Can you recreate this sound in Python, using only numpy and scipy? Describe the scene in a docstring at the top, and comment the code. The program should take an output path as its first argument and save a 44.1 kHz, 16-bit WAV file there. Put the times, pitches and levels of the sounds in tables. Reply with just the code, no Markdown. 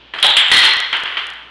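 """A hard air-hockey puck, driven by a mallet, cracks against the rails and rebounds more softly.
Each contact is a decaying noise crack plus an echoing tail, both coloured by the parts that ring.
Under the game the table's blower hisses as coloured noise and its motor hums as two sines.
The room is bare and echoing; a small camera's microphone overloads on the strongest peaks.
A few thin ticks, some with a low pop, lie dry in the camera's sound."""
import sys
import numpy as np
from scipy import signal
from scipy.fft import rfft, irfft, next_fast_len
from scipy.io import wavfile

SR = 44100
rng = np.random.default_rng(int(sys.argv[2]) if len(sys.argv) > 2 else 0)


def master(y):
    """Save y as 16-bit WAV."""
    cut = np.clip(np.atleast_2d(y).T, -1, 1)
    pcm = np.round(cut * 32767)  # scale
    wavfile.write(sys.argv[1], SR, pcm.astype(np.int16))


N = 66150  # 1.5 s

# What rings at a contact, one table for each kind of contact:
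# (centre [Hz], width [Hz], peak over the plain knock [dB])
MALLET = [(785, 220, 4.5), (3330, 150, 14.5), (3850, 520, 21.5), (7520, 310, 20.5)]
PUCK = [(2300, 870, 2.1), (3180, 650, 5.2), (3590, 610, 9.6), (7560, 230, 22.3)]
RAIL = [(374, 210, 3.9), (897, 13.3, 11.2), (1982, 132, 9.05), (3336, 305, 7.1), (3737, 340, 11.3),
        (4188, 157, 19.9), (5530, 960, 10.2)]
# a soft rebound (centre [Hz], width [Hz], peak over the plain knock [dB])
GLANCE = [(3240, 570, 0.19)]
# the table's hollow body (centre [Hz], width [Hz], peak over the plain knock [dB])
THUMP = [(589, 133, 25.8), (819, 140, 25)]
# a light, bright touch (centre [Hz], width [Hz], peak over the plain knock [dB])
TAP = [(3200, 280, 1), (4130, 600, 10), (8900, 4000, 13.5)]


def amp(db):
    """Decibels to gain."""
    return 10 ** (np.asarray(db) / 20)


def unit(x):
    """Scale to rms 1."""
    return x / np.sqrt(np.mean(x ** 2) + 1e-20)


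def along(points, hz):
    """Read (Hz, value) points at hz, interpolating on a log frequency axis."""
    f, v = np.transpose(points)
    return np.interp(np.log(hz + 1), np.log(f + 1), v)


def coloured(x, gain):
    """Filter x causally, with minimum phase, so that the magnitude response is gain(hz)."""
    m = 2 * next_fast_len(N)
    magnitude = np.maximum(gain(np.fft.rfftfreq(m, 1 / SR)), 1e-6)
    cepstrum = irfft(np.log(magnitude), m)
    # fold the negative-time half onto the positive one: nothing sounds before the blow
    cepstrum[1:m // 2] *= 2
    cepstrum[m // 2 + 1:] = 0
    response = np.exp(rfft(cepstrum))
    return irfft(rfft(x, m) * response, m)[:N]


def puck():
    """Each contact is a short crack and its echo, both coloured by what was struck."""
    # the contacts in order of time: (time [s], level [dB], first crack over the echo [dB],
    # crack t60 [s], tilt [dB per octave], what rings [one of the tables above])
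    hits = [ (0.137, -26.5, 4.5, 0.11, -4, TAP), (0.184, -29, 10, 0.035, 5, GLANCE),
            (0.188, -27, 11, 0.017, 2.5, GLANCE), (0.227, -14.5, 8.5, 0.047, 0, MALLET),
            (0.243, -25.5, 14, 0.12, 3, THUMP), (0.266, -19.5, 8, 0.023, -0.5, MALLET),
            (0.367, -12.5, 8.5, 0.053, 2.5, PUCK), (0.515, -8, 4.5, 0.053, 1.5, RAIL),
            (0.570, -12, -1, 0.021, 2, RAIL), (0.632, -12, 0.5, .2, 1.5, RAIL),
            (0.928, -15.5, 4.5, 0.13, 0, GLANCE), (1.057, -21.5, 4.5, 0.069, -0.5, GLANCE),
            (1.145, -29, 6.5, 0.035, -1.5, GLANCE), (1.170, -21, 6, 0.14, 0.5, GLANCE),
            (1.296, -42.5, 13, .04, 0, GLANCE), ]
    out = np.zeros(N)
    t = np.arange(N) / SR
    for time_s, level_db, crack_db, crack_t60, tilt_db, modes in hits:
        decay = np.exp(-np.log(1000) * t / crack_t60)  # down 60 dB after one t60
        crack = amp(crack_db) * decay * rng.standard_normal(N)
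        blow = coloured(crack + echo(), lambda hz: body(hz, tilt_db, modes))
        start = round(time_s * SR)
        out[start:] += amp(level_db) * blow[:N - start]
    return out


def body(hz, tilt_db, modes):
    """Gain of one contact: the plain knock with the struck part's resonances on top."""
    # the plain knock of puck on table: (frequency [Hz], relative level [dB])
    knock_points = [(40, -30), (150, -33.5), (370, -14.5), (600, -15), (900, -6.5), (1500, -0.5),
                    (2000, 0.5), (2500, -2.5), (3150, 2.5), (3700, -9), (4500, -16.5), (5600, -31),
                    (8000, -40.5), (11000, -41), (13000, -60)]
    knock = unit(amp(along(knock_points, hz)))
    peaks = 0
    for centre, width, peak_db in modes:
        detuning = (hz - centre) / width
        peaks = peaks + amp(peak_db) ** 2 / (1 + detuning ** 2 * 2) ** 2  # power
    octaves = np.log2(np.clip(hz, 200, 6000) / 2000)
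    return knock * np.sqrt(1 + peaks) * amp(tilt_db * octaves)


def echo():
    """A fresh room tail: it arrives late, builds up, then each frequency dies at its own speed."""
    # how long the bare room rings: (frequency [Hz], t60 [s])
    room = [(150, 0.3), (500, 1), (1500, 0.98), (3200, 0.83), (4500, 0.7), (9000, 1)]
    delay_s, rise_s = 0.0063, 0.0055
    hz, frame_s, spectrum = signal.stft(rng.standard_normal(N), SR, nperseg=256)
    fade = amp(-60 * frame_s / along(room, hz)[:, None])
    tail = signal.istft(spectrum * fade, SR, nperseg=256)[1][:N]
    age = np.maximum(np.arange(N) / SR - delay_s, 0)
    return tail * (1 - np.exp(-age / rise_s))


def blower():
    """Air hissing through the table top is coloured noise; the motor's hum is steady sines."""
    # colour of the air: (frequency [Hz], relative level [dB])
    air_points = [(53, -73), (90, -25), (108, -13.5), (283, -12.5), (319, -9.5), (346, -9), (441, -11.5),
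                  (478, -12.5), (2160, -12.5), (3160, -5.5), (11000, -62.5), (14300, -96), (22000, -120)]
    # motor lines: (frequency [Hz], rms level [dB])
    hum_lines = [(58.5, -56), (118, -67)]
    air_db = -44  # rms level
    t = np.arange(N) / SR
    air = unit(coloured(rng.standard_normal(N), lambda hz: amp(along(air_points, hz))))
    hum = np.zeros(N)
    for hz, level_db in hum_lines:
        phase = rng.random()  # in cycles
        hum += amp(level_db) * np.sqrt(2) * np.sin(2 * np.pi * (hz * t + phase))
    return amp(air_db) * air + hum


def ticks():
    """Dry, very short ticks with no echo, some with a low pop: single-sample impulses, filtered."""
    # ticks in the camera's sound: (time [s], tick [dB], low pop under it [dB])
    moments = [(0.202, -17.5, -30), (0.303, -6, 7), (0.504, -13, 5), (0.569, 1, -7), (0.7363, -6.5, -30),
               (0.769, -9.5, 5), (0.803, -3, -11), (0.970, -16.5, -13), (1.003, -22, -32),
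               (1.0363, -13.5, 4.5), (1.269, -15, -27), (1.303, -18, -26), (1.3365, -28, -35)]
    # colour of a tick: (frequency [Hz], gain [dB])
    tick_points = [(100, -17), (2000, 10), (6000, 6.5), (10500, 4.5), (12000, -2.5), (13200, -31.5)]
    # colour of a pop: (frequency [Hz], gain [dB])
    pop_points = [(30, 1), (300, -1), (1000, 5.5), (3000, -20), (9000, -58.5)]
    spikes, pops = np.zeros((2, N))
    for time_s, tick_db, pop_db in moments:
        at = round(time_s * SR)
        spikes[at] = amp(tick_db)
        pops[at] = amp(pop_db)
    thin = coloured(spikes, lambda hz: amp(along(tick_points, hz)))
    low = coloured(pops, lambda hz: amp(along(pop_points, hz)))
    return thin + low


def scene():
    """The game and the blower together in the room, in mono."""
    return (puck() + blower())[None]


def record(dry):
    """The camera clips unevenly, ticks, dulls the treble and keeps nothing above its band limit."""
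    # treble response of the camera: (frequency [Hz], gain [dB])
    treble = [(5000, -1.5), (10200, -4.5), (11200, -9), (12200, -13.5), (15500, -14)]
    band_limit_hz = 15900
    ceiling, hardness = 0.72, 24  # clipping amplitude before the offset is removed; knee sharpness
    offset = 0.016  # makes one side clip first
    driven = dry + offset
    clipped = driven / (1 + np.abs(driven / ceiling) ** hardness) ** (1 / hardness) - offset
    m = 2 * next_fast_len(N)
    hz = np.fft.rfftfreq(m, 1 / SR)
    response = amp(along(treble, hz)) * (hz < band_limit_hz)
    return irfft(rfft(clipped + ticks(), m) * response, m)[:, :N]


dry = scene()
out = record(dry)
master(out)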